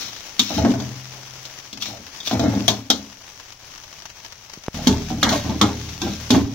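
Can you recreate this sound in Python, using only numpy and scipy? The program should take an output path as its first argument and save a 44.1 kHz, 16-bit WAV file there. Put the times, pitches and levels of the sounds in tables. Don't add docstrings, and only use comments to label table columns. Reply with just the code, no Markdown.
import sys
import numpy as np
from scipy import signal
from scipy.fft import rfft, irfft, dct, next_fast_len
from scipy.io import wavfile
from scipy.ndimage import uniform_filter1d

SR = 44100
rng = np.random.default_rng(int(sys.argv[2]) if len(sys.argv) > 2 else 0)


def ratio_of_db(decibels):
    return 10 ** (np.asarray(decibels, float) / 20)


def generate_wav(signal):
    frames = np.transpose(np.atleast_2d(signal))
    scaled = np.clip(frames, -1, 1) * 32767
    pcm = np.round(scaled).astype(np.int16)
    wavfile.write(sys.argv[1], SR, pcm)


N = 288582
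TIME = np.arange(N) / SR
FAST = next_fast_len(N)
CUT_S = 4.744

# [pitch_hz, level_db, t60_s]
BOOM_FAR = [(110.3, 0.5, 0.45), (206.9, -1, 0.33), (246.7, -0.5, 0.19), (274, -6, 0.48),
            (289.3, 1.5, 0.092), (412, -15.5, 0.33)]
BOOM_NEAR = [(108.6, -1.5, 0.4), (156, -29, 0.067), (209.3, -3.5, 0.21), (240.3, 3, 0.077),
             (272.7, -0.5, 0.14), (296.4, -3.5, 0.16), (406, -15, 0.38)]
# [pitch_hz, level_db, t60_s]
BODY = [(567, -11, .07), (657, -7, .07), (727, -12, .06), (815, -10, .06), (880, -12, .05),
        (1040, -13, .05)]
# [start_s, pitch_hz, level_db, t60_s]
BLOW_TONES = [(.66, 129, -19.5, 2.1), (2.45, 129, -38, 1), (5.23, 1583, -32, .66), (5.23, 1879, -27, .6),
                  (5.23, 2379, -32, .28), (5.23, 2875, -24, .15), (5.23, 3270, -20, .12), (5.23, 1179, -38, .4),
                  (5.613, 1100, -3, .09), (5.613, 1270, -13, .14), (5.613, 2159, -22, .18), (5.613, 1028, -20, .25),
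                  (5.7, 410, -38, 1), (5.7, 240, -36, 1), (6.017, 1583, -33, .6), (6.305, 2450, -24, .15),
                  (.503, 700, -25, .12), (.58, 660, -14, .15), (.58, 860, -19, .12), (.614, 650, -16, .15),
              (.738, 670, -20, .12), (.792, 800, -30, .1), (2.311, 720, -18, .09), (2.394, 670, -14, .12),
              (2.438, 650, -13, .11), (2.55, 800, -27, .1), (2.612, 700, -30, .1), (2.68, 690, -16, .1),
              (4.796, 800, -32, .1), (4.871, 900, -22, .12), (5.103, 750, -24, .15), (5.181, 700, -34, .1),
              (5.324, 640, -15, .15), (5.358, 590, -20, .25), (5.457, 780, -26, .12), (5.494, 880, -23, .1),
              (6.065, 800, -27, .12), (6.326, 800, -18, .12), (6.357, 740, -22, .12), (6.39, 275, -18, .7),
              (.76, 290, -22, .4), (5.635, 400, -18, .25), (5.7, 204, -27, .6), (6.45, 390, -28, .2),
              (6.025, 350, -17, .2), (6.306, 412, -16, .25), (2.7, 400, -26, .2), (6.32, 108, -14, .7),
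              (6.07, 105, -20, .4), (6.04, 200, -24, .3), (6.306, 620, -21, .15), (5.23, 760, -20, .14),
              (5.292, 990, -19, .1), (5.25, 1170, -22, .08), (6.305, 2520, -21, .06), (4.871, 2450, -23, .05)]
# [start_s, clank_db, boom_db, body_db, blade_ring_db]
BLOWS_FAR = [(0.3935, -5.5, -23, -34, 7), (0.5042, -39, -28, -21, -14), (0.579, -22.5, -19, -21.5, -6),
             (0.6497, -35, -15, -12.5, 6), (0.705, -29, -26, -31, 2), (0.7388, -35, -35, -25.5, -11),
             (0.8004, -24, -44, -25, -27), (1.4525, -25, -58, -35, -12), (1.729, -23.5, -35, -49, -24),
             (1.821, -19.5, -57, -59, 8), (1.8575, -26, -50, -40, -5), (1.8839, -36, -34.5, -32, -6),
             (2.203, -28, -50, -61, 9), (2.232, -34, -46, -60, 8), (2.2731, -20, -39, -28.5, 9.5),
             (2.3112, -25.5, -31, -19.5, 6), (2.3291, -26.5, -18, -23, 6), (2.395, -17, -18, -23, -12.5),
             (2.438, -30, -18, -28, -2), (2.55, -30, -19.5, -34, -7), (2.68, -3, -17, -8.5, 4.5),
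             (2.9016, -3, -18.5, -14.5, 1.5)]
BLOWS_NEAR = [(4.871, -4.5, -8, -19.5, -18), (5.1032, -31.5, -29, -27.5, -19), (5.2297, -5, -24.5, -9.5, 2),
              (5.291, -13, -37, -26, -32), (5.326, -18, -32, -28, -10), (5.454, -51, -51, -41, -8),
              (5.495, -31, -24, -26, -5.5), (5.6135, -3.5, -12.5, -7, -6), (6.017, -18, -27, -24, -17),
              (6.065, -41, -46, -35, -15), (6.305, -6, -8.5, -24, -4.5), (6.3629, -26, -17.5, -22, -3)]
BLOWS = np.array(BLOWS_FAR + BLOWS_NEAR)
# [start_s, hold_s, boom_db, body_db, pitch_hz]
HEAVES = [(-.04, 0.034, -34, -55, 1120), (0.493, 0.029, -23, -41, 680), (0.569, 0.063, -11.5, -28.5, 650),
          (0.727, 0.17, -34.5, -48.5, 656), (1.105, 0.041, -38, -47, 830), (1.775, 0.2, -36.5, -52, 910),
          (2.298, 0.084, -14.5, -32, 696), (2.412, 0.027, -14.5, -31, 664), (2.507, 0.039, -19, -37, 727),
          (2.692, 0.064, -35, -41.5, 680), (2.909, 0.052, -31.5, -45.5, 770), (4.716, 0.14, -26, -37, 960),
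          (4.864, 0.068, -20, -41, 980), (5.096, 0.016, -16.5, -40, 706), (5.229, 0.019, -12, -23.5, 1200),
          (5.306, 0.059, -26, -36.5, 870), (5.43, 0.1, -16, -38, 848), (5.601, 0.033, -17.5, -32, 990),
          (5.77, 0.2, -34.5, -71, 750), (6.005, 0.049, -17, -36, 830), (6.304, 0.015, -11.5, -23, 836),
          (6.45, .1, -30, -58, 745)]
# [level_against_blow_db, fall_db_per_s]
JUDDER = [
    (2.5, 187),
    (-13, 372),
    (-1.5, 902),
]
# [start_s, length_s, from_hz, to_hz, level_db]
SCOOPS = [
    (5.24, 0.134, 1370, 520, -25),
    (5.235, 0.156, 2160, 700, -28),
    (5.63, 0.12, 1290, 900, -31),
    (4.9, 0.06, 790, 930, -35),
    (1.87, 0.13, 820, 580, -41.5),
]
# [start_s, length_s, pitch_hz, level_db]
HUMS = [(.402, 0.025, 242, -21.5), (.568, 0.0098, 226, -15), (.641, 0.038, 231, -10),
        (.694, 0.023, 266.6, -9.5), (.755, .03, 270, -24), (2.333, .013, 247, -12), (2.372, .011, 262, -17),
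        (2.403, .009, 253, -14), (2.432, 0.014, 265, -10), (2.454, .014, 228, -8), (2.482, 0.008, 245, -14),
        (2.507, .007, 222, -13), (2.558, 0.012, 216, -13), (2.574, .011, 228, -14), (2.609, .008, 252, -20),
        (2.691, 0.012, 236, -18), (2.715, 0.0093, 246, -18.5), (2.901, 0.025, 233, -19.5),
        (2.937, 0.0064, 258, -17), (4.87, .023, 243, -10), (4.902, .01, 249, -12), (4.922, 0.01, 253, -16),
        (5.238, 0.01, 225, -14), (5.27, 0.019, 228, -19), (5.305, 0.038, 250, -19), (5.491, 0.02, 229, -22),
        (5.557, .01, 242, -19), (5.622, .028, 216, -11), (6.068, 0.019, 230, -19.5),
        (6.306, 0.039, 256.5, -4.5), (6.364, 0.022, 265, -3.5), (6.394, 0.006, 264, -12),
        (6.411, 0.0065, 247, -16), (0.782, .008, 257, -19), (5.113, 0.027, 246, -22.5),
        (5.361, .01, 268, -22), (6.098, 0.063, 203.5, -25.5), (4.89, .09, 81, -23), (6.039, .08, 81.8, -29),
        (6.339, .12, 81.4, -22.5)]
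# [start_s, pitch_hz, level_db]
CRACKS = [(0.579, 900, -16), (.739, 920, -29), (2.3112, 900, -13), (2.395, 900, -12), (2.44, 800, -17),
          (2.68, 1200, -11), (4.8707, 1300, -19), (5.103, 990, -26), (5.2293, 1260, -1),
          (5.6127, 1160, -3.5), (6.3046, 980, -9)]
# [pitch_hz, level_db, t60_s]
BLADE = [(3190, -3, .09), (3285, 0, .1), (3431, 0, .1), (3540, -1, .08), (3655, 1, .11), (3770, 0, .09),
         (3870, -3, .08), (4270, -10, .04), (5900, -10, .04)]
# [pitch_hz, level_db_per_hz]
CLANK = [(400, -6.5), (900, -3.5), (1300, 2), (2000, -14.5), (2650, -13.5), (3300, 9), (3950, 7),
         (4600, 2.5), (6600, -2), (7950, -13), (15200, -40), (15900, -22), (16500, -54)]
# [start_s, hold_s, level_db]
SCRAPES = [(-.04, 0.083, -24), (0.134, 0.035, -35.5), (0.382, 0.18, -22), (0.663, 0.027, -43),
           (1.0, 0.24, -46), (1.445, 0.48, -51), (1.797, 0.04, -23.5), (2.092, 0.14, -54.5),
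           (2.243, 0.031, -20), (2.41, 0.1, -35), (2.68, 0.0044, -23.5), (2.908, 0.055, -33.5),
           (4.71, 0.26, -31), (5.02, 0.19, -38.5), (5.276, 0.065, -19), (5.42, 0.16, -34),
           (5.63, 0.26, -33), (6, 0.12, -27), (6.288, 0.042, -20.5), (6.452, .1, -45)]
# [pitch_hz, level_db_per_hz]
SCRAPE = [(710, -55), (1200, -13), (1900, -17), (2080, -11.5), (3750, -3), (5100, -8.5), (5630, -6),
          (8360, -25.5), (15300, -20), (16000, -12), (16500, -41)]
# [time_s, level_db]
SIZZLE = [(0, -35), (.16, -41), (.57, -36), (.85, -38.5), (1.4, -40.5), (1.56, -39.5), (1.76, -45),
          (2.4, -37.5), (2.6, -35), (2.852, -44.5), (3.85, -44), (4.73, -45), (4.75, -36), (5.1, -39),
          (6.2, -38), (6.54, -42)]
# [start_s, level_db]
SPITS = [(0.164, -17.5), (0.955, -20.5), (1.1187, -25), (1.385, -38), (1.774, -16), (1.857, -13),
         (1.97, -20.5), (2.066, -19), (2.148, -27), (2.129, -24), (3.213, -28), (3.236, -32), (3.4, -25),
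         (3.485, -27.5), (3.523, -21), (3.6242, -46), (3.7577, -23.5), (3.778, -20.5), (3.8387, -21),
         (3.9277, -21.5), (3.985, -28), (4.021, -22), (4.0549, -15), (4.1, -22.5), (4.247, -17.5),
         (4.3231, -18.5), (4.497, -20.5), (4.5355, -16), (4.637, -20), (4.6636, -24), (5.89, -17.5),
         (6.465, -32)]
# [pitch_hz, level_db]
SPIT_TILT = [(300, -5.5), (1000, 2), (6000, -0.5), (9000, -4), (16000, -5)]
# [pitch_hz, level_db_per_hz]
FRY = [(88, -18), (150, -7), (227, -9), (409, -8.5), (434, -12), (460, -9), (864, -7), (1410, -9.5),
       (3230, -6.5), (3560, -8), (5930, -11.5), (8130, -22), (15300, -19.5), (16500, -4.5)]
# [pitch_hz, likeness_share]
FRY_SAME = [(60, 0.31), (180, 0.8), (550, 0.74), (1650, 0.3), (4970, -0.12), (15000, -0.11)]
# [pitch_hz, balance_db]
FRY_LEAN = [(60, 11), (95, 26), (150, -2), (240, 1), (380, 0), (600, 3), (950, -1), (1500, 5.5), (2380, 3),
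            (3770, 0), (5980, 26), (9470, -1.5), (15000, 6.5)]
# [start_s, level_db, contact_s]
TAPS = [
    (4.574, -22.5, 0.0007),
    (4.683, -5.5, 0.00025),
]
# [pitch_hz, level_db, t60_s]
DRONE_FAR = [(69, -19, 0.049), (85.5, 4, 0.14), (117.2, 1.5, 0.31)]
DRONE_NEAR = [(82, -1.1, 0.83), (115.7, 0.44, 0.55), (137.1, 0.63, 0.47)]
# [far_db, near_db]
DRONE_REST = (-56.5, -35.5)
DEEP_REST = (-56, -59)
DRONE_SHAKE = (-10.5, -12.5)
DEEP_SHAKE = (-44, -48)
# [multiple, level_db]
IDLE = [(1, -36), (2, -33), (4, -31.5), (5, -38), (6, -35)]
# [pitch_hz, balance_db]
LEAN_FAR = [(60, 8), (95, 1), (150, 2.5), (240, 1), (380, -1), (600, 0.5), (950, -1), (1500, 3.5),
            (2380, -2), (4400, 4.5), (6200, 12), (9470, 0), (15000, 2.5)]
LEAN_NEAR = [(60, 5), (95, 0), (150, 5), (240, -0.5), (380, 0), (600, -0.5), (950, -0.5), (1500, 1.5),
             (2380, -2.5), (4600, 0), (6500, 12), (9470, -4), (15000, 1.5)]
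# [pitch_hz, share_of_neighbouring_power]
GATE = [(1500, 0), (2200, .42), (3000, .5), (4500, .4), (6000, .28), (7200, .4), (8400, .64), (9600, .77),
        (13500, .68), (15500, .6)]


def pan():
    push = force(column=1, modes=BOOM_NEAR, knock_db=-5.0, rub_db=-8.0, rattle_t60=0.2, fall_db=129)
    boom = np.where(TIME < CUT_S, ring(push, BOOM_FAR), ring(push * (TIME > CUT_S), BOOM_NEAR))
    stir = force(column=2, modes=BODY, knock_db=-11.5, rub_db=-11, rattle_t60=0.2, fall_db=146)
    end_hz, sink_s, width_hz = 620, 0.05, 200
    current = np.searchsorted([row[0] for row in HEAVES], TIME) - 1
    start, _, _, _, first_hz = np.transpose(HEAVES)[:, current]
    sinking = end_hz + (first_hz - end_hz) * np.exp(-((TIME - start) / sink_s) ** 2)
    turn = np.exp(2j * np.pi * np.cumsum(sinking) / SR)
    r = np.exp(-np.pi * width_hz / SR)
    hollow = (turn * signal.lfilter([1], [1, -r], stir / turn)).real
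    out = boom + ring(stir, BODY) + ratio_of_db(15) * hollow + ratio_of_db(21) * band(stir, 450, 2000)
    t = TIME[:2 * SR]
    for s, hz, db, t60 in BLOW_TONES:
        onset = 1 - np.exp(-t * hz / 2)
        add(out, s, ratio_of_db(db - 60 * t / t60) * np.sin(2 * np.pi * hz * t) * onset)
    return band(out, 150, 5700)


def force(column, modes, knock_db, rub_db, rattle_t60, fall_db):
    rub = rng.standard_normal(N) * lumps(per_s=80, db=2.5)
    effort = heave(column + 1, fall_db) + judder(column - 1, column + 1)
    rub *= effort * ratio_of_db(rub_db) / ring(rub, modes).std()
    t = TIME[:3000]
    for row, shake in zip(BLOWS, rng.standard_normal((len(BLOWS), len(t)))):
        knock = (t == 0) + 0.041 * shake * ratio_of_db(-60 * t / rattle_t60)
        add(rub, row[0], ratio_of_db(row[column + 1] + knock_db) * knock)
    return rub


def heave(column, fall_db):
    rows = np.transpose(HEAVES)
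    return strokes(rows[0], rows[1], rows[column], 0.033, fall_db)


def judder(layer, column):
    db, fall_db = JUDDER[layer]
    return strokes(BLOWS[:, 0], 0, BLOWS[:, column] + db, 1 / 1000, fall_db)


def strokes(start, hold, db, rise_s, fall_db):
    t = TIME[::32]
    since = t - np.reshape(start, (-1, 1))
    end = rise_s + abs(np.reshape(hold, (-1, 1)))
    release = ratio_of_db(np.reshape(db, (-1, 1)) - fall_db * np.maximum(since - end, 0))
    shape = np.clip(since / rise_s, 0, 1) * release
    same_view = (t > CUT_S) == (t - since + end > CUT_S)
    return np.interp(TIME, t, (shape * same_view).sum(0))


def scoops():
    out = np.zeros(N)
    rub = rng.standard_normal(N) * lumps(per_s=70, db=1.5)
    width_hz = 110
    r = np.exp(-np.pi * width_hz / SR)
    for s, length, from_hz, to_hz, db in SCOOPS:
        u = TIME[:round(length * SR)] / length
        sliding = to_hz + (from_hz - to_hz) * (1 - u) ** 1.33
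        turn = np.exp(2j * np.pi * np.cumsum(sliding) / SR)
        piece = rub[round(s * SR):][:len(u)]
        tone = (turn * signal.lfilter([1], [1, -r], piece / turn)).real
        add(out, s, ratio_of_db(db) * np.sqrt(np.sin(np.pi * u)) * evened(tone))
    return out


def contacts():
    out = np.zeros(N)
    edge_s = 0.00796
    for s, length, hz, db in HUMS:
        t = TIME[:round((length + edge_s) * SR)]
        swell = np.sin(np.pi / 2 * np.clip(np.minimum(t, t[-1] - t) / edge_s, 0, 1)) ** 2
        add(out, s - edge_s / 2, ratio_of_db(db) * swell * np.sin(2 * np.pi * hz * t))
    for s, hz, db in CRACKS:
        turn = 2 * np.pi * hz * TIME[:round(SR / hz)]
        add(out, s, -ratio_of_db(db) * np.sin(turn) * np.sin(turn / 2) * 1.1)
    return out


def clanks():
    cloud, blade, t = np.zeros((2, N)), np.zeros((2, N)), TIME[:16000]
    hz, mode_db, t60 = np.transpose(BLADE)[:, :, None]
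    apart = 1.2
    shakes = rng.standard_normal((len(BLOWS), 3, len(t)))
    shakes = (shakes[:, :1] + apart * shakes[:, 1:]) / np.sqrt(1 + apart ** 2)
    spots = rng.standard_normal((len(BLOWS), 3, len(BLADE), 1))
    for (s, db, _, _, ring_db), shake, (shift, weight, phase) in zip(BLOWS, shakes, spots):
        side = ratio_of_db(db) * (1 - np.exp(-t / 0.0004))
        lasting = 0.21 * ratio_of_db(0.072 * db)
        add(cloud, s, side * shake * (ratio_of_db(-60 * t / lasting) + 4.1 * ratio_of_db(-60 * t / 0.017)))
        decay = ratio_of_db(mode_db + 2 * weight - 60 * t / (t60 * ratio_of_db(.2 * db - 1)))
        modes = decay * np.sin(2 * np.pi * (hz * (1 + .012 * shift) * t + phase))
        add(blade, s, side * ratio_of_db(ring_db) * modes.sum(0))
    scale = colour(rng.standard_normal(N), CLANK).std()
    return ratio_of_db(-14.0) * colour(cloud, CLANK) / scale + ratio_of_db(-12.5) * blade


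def scrape():
    ticks = rng.standard_normal(N) + rng.standard_normal((2, N))
    ticks = ticks * ratio_of_db(2.7 * rng.exponential(1, N) * .5) * lumps(per_s=220, db=-1.5)
    edge = evened(colour(ticks, SCRAPE))
    drag = strokes(*np.transpose(SCRAPES), rise_s=0.022, fall_db=169) + judder(layer=2, column=1)
    return ratio_of_db(-8.5) * drag * edge


def sizzle():
    hz = np.fft.rfftfreq(FAST, 1 / SR)
    s, db = np.transpose(SIZZLE)
    level = ratio_of_db(np.interp(TIME, s, db) + 1.0) * lumps(per_s=20, db=1.52) * lumps(per_s=150, db=0.6)
    pops = ratio_of_db(2.7 * np.minimum(rng.exponential(1, N), 5)) * (rng.random(N) < 300 / SR)
    bursts = 0.97 * level * signal.lfilter([1], [1, -.97], pops)
    spit_t60_s = 0.052
    for s, db in SPITS:
        add(bursts, s, ratio_of_db(db - 11.5 - 60 * TIME[:6000] / spit_t60_s))
    noise = rng.standard_normal((2, 2, N))
    a, b = rfft(noise[0] * level, FAST) + rfft(noise[1] * bursts, FAST) * ratio_of_db(read(SPIT_TILT, hz))
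    same = np.clip(read(FRY_SAME, hz), -1, 1)
    tone = ratio_of_db(read(FRY, hz))
    pair = np.array([a, same * a + np.sqrt(1 - same ** 2) * b]) * tone
    lean = ratio_of_db(read(FRY_LEAN, hz) * np.array([[.5], [-.5]]))
    return irfft(pair * lean, FAST)[:, :N] / np.sqrt(np.mean(tone ** 2)) * np.sqrt(2)


def taps():
    out, t = np.zeros(N), TIME[:2000]
    for s, db, contact in TAPS:
        push = t / contact * np.exp(1 - t / contact)
        recoil = 0.34 * t / 0.0024 * np.exp(1 - t / 0.0015)
        add(out, s, ratio_of_db(db) * (push - recoil))
    return np.where(TIME < 4.63, band(out, 120, 500), out)


def rumble():
    view = (TIME > CUT_S) * 1
    shake = heave(column=2, fall_db=155) + ratio_of_db(-30) * heave(column=2, fall_db=35)
    a, b = rng.standard_normal((2, N))
    drone = np.where(TIME < CUT_S, evened(ring(a, DRONE_FAR)), evened(ring(a, DRONE_NEAR)))
    drone = band(drone, 78.0, 130.2)
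    deep = evened(band(b, 11, 95) + 0.00079 * (TIME > CUT_S) * ring(b, [(40.5, 0, 0.5)]))
    drone_gain = ratio_of_db(DRONE_REST)[view] + ratio_of_db(DRONE_SHAKE)[view] * shake
    deep_gain = ratio_of_db(DEEP_REST)[view] + ratio_of_db(DEEP_SHAKE)[view] * shake
    return drone_gain * drone + deep_gain * deep


def engine():
    idle_hz, hold_s, fall_db_per_s, left_db = 39.6, 0.42, 26, -10
    fade_db = np.maximum(-fall_db_per_s * np.maximum(TIME - CUT_S - hold_s, 0), left_db)
    turns = np.cumsum(idle_hz * lumps(per_s=4, db=.04)) / SR
    orders = sum(ratio_of_db(db) * np.sin(2 * np.pi * round(k) * turns) for k, db in IDLE)
    return (TIME > CUT_S) * ratio_of_db(fade_db) * orders


def stall(x):
    at = np.arange(20, 4000, 20) + rng.integers(0, 20, (3, 2, 199))
    tail = np.zeros((3, 2, 4100))
    echoes = rng.choice([-1., 1.], at.shape) * ratio_of_db(-60 * at / SR / .05)
    np.put_along_axis(tail, at, echoes, 2)
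    tail = band(tail, 445, 17350)
    turns_per_s = 4.3
    turns = np.sqrt(2 / 3) * np.cos(np.pi * (turns_per_s * TIME + np.arange(3)[:, None, None] / 3))
    return signal.oaconvolve(x * turns, tail / np.linalg.norm(tail[0, 0]), axes=2)[..., :N].sum(0)


def ports(x, lean, count):
    return np.array([np.roll(colour(x[0], lean, 0.78), -count), colour(x[1], lean, -1.12)])


def gate(x):
    lead, hop = 506, 1024
    frames = N // hop + 3
    window = np.sin(np.pi * (np.arange(2 * hop) + .5) / (2 * hop))
    halves = np.pad(x, ((0, 0), (lead + hop, 3 * hop)))[:, :(frames + 1) * hop].reshape(2, -1, hop)
    lapped = np.concatenate([halves[:, :-1], halves[:, 1:]], 2) * window
    a, b, c, d = np.split(lapped, 4, axis=2)
    z = dct(np.concatenate([-c[..., ::-1] - d, a - b[..., ::-1]], 2), type=4, norm="ortho")
    hz = (np.arange(hop) + .5) * SR / (2 * hop)
    power = (z ** 2).mean(0) + 1e-16
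    patch = uniform_filter1d(uniform_filter1d(power, size=10, axis=1), size=2, axis=0)
    local = np.exp(uniform_filter1d(np.log(patch), size=60, axis=1))
    calm = abs(np.gradient(np.log(power[:, 100:].sum(1))))[:, None] < .6
    below = 1. * (patch < read(GATE, hz) * local)
    weak = uniform_filter1d(below, size=10, axis=1) > 1e-6
    muted = (weak | np.roll(weak, -1, axis=0)) & calm
    p, q = np.split(dct(z * ~muted, type=4, norm="ortho"), 2, axis=2)
    back = np.concatenate([q, -q[..., ::-1], -p[..., ::-1], -p], 2) * window
    return (back[:, :-1, hop:] + back[:, 1:, :hop]).reshape(2, -1)[:, lead:lead + N]


def ring(force, modes):
    out = np.zeros(N)
    for hz, db, t60 in modes:
        pole = np.exp(2j * np.pi * hz / SR - np.log(1000) / (t60 * SR))
        out += ratio_of_db(db) * signal.lfilter([1], [1, -pole], force).imag
    return out


def lumps(per_s, db):
    return ratio_of_db(db * evened(uniform_filter1d(rng.standard_normal(N), int(SR / per_s))))


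def evened(x):
    return x / np.sqrt(np.mean(x ** 2) + 1e-20)


def read(points, hz):
    f, value = np.transpose(points)
    return np.interp(np.log(hz + 1), np.log(f + 1), value)


def colour(x, points, share=1):
    gain = ratio_of_db(share * read(points, np.fft.rfftfreq(FAST, 1 / SR)))
    return irfft(rfft(x, FAST) * gain, FAST)[..., :N]


def band(x, lo_hz, hi_hz):
    return signal.sosfilt(signal.butter(2, [lo_hz, hi_hz], "bp", fs=SR, output="sos"), x)


def add(mix, s, sound):
    part = mix[..., round(s * SR):][..., :sound.shape[-1]]
    part += sound[..., :part.shape[-1]]


def scene():
    iron = pan() + scoops() + contacts()
    blade = clanks() + scrape()
    steel = iron + blade + stall(ratio_of_db(-5) * iron + ratio_of_db(-6) * blade)
    heard = np.where(TIME < CUT_S, ports(steel, LEAN_FAR, count=3), ports(steel, LEAN_NEAR, count=1))
    return heard + rumble() + engine() + sizzle() + taps()


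def roll_off(x):
    return signal.sosfilt(signal.butter(12, 17130, fs=SR, output="sos"), x)


def record(dry):
    edge = signal.firwin(255, 15800, fs=SR)[None]
    limited = .9 * np.tanh(dry / 1.17)
    mix = gate(signal.oaconvolve(limited, edge, "same", axes=1))
    return roll_off(mix)


dry = scene()
out = record(dry)
generate_wav(out)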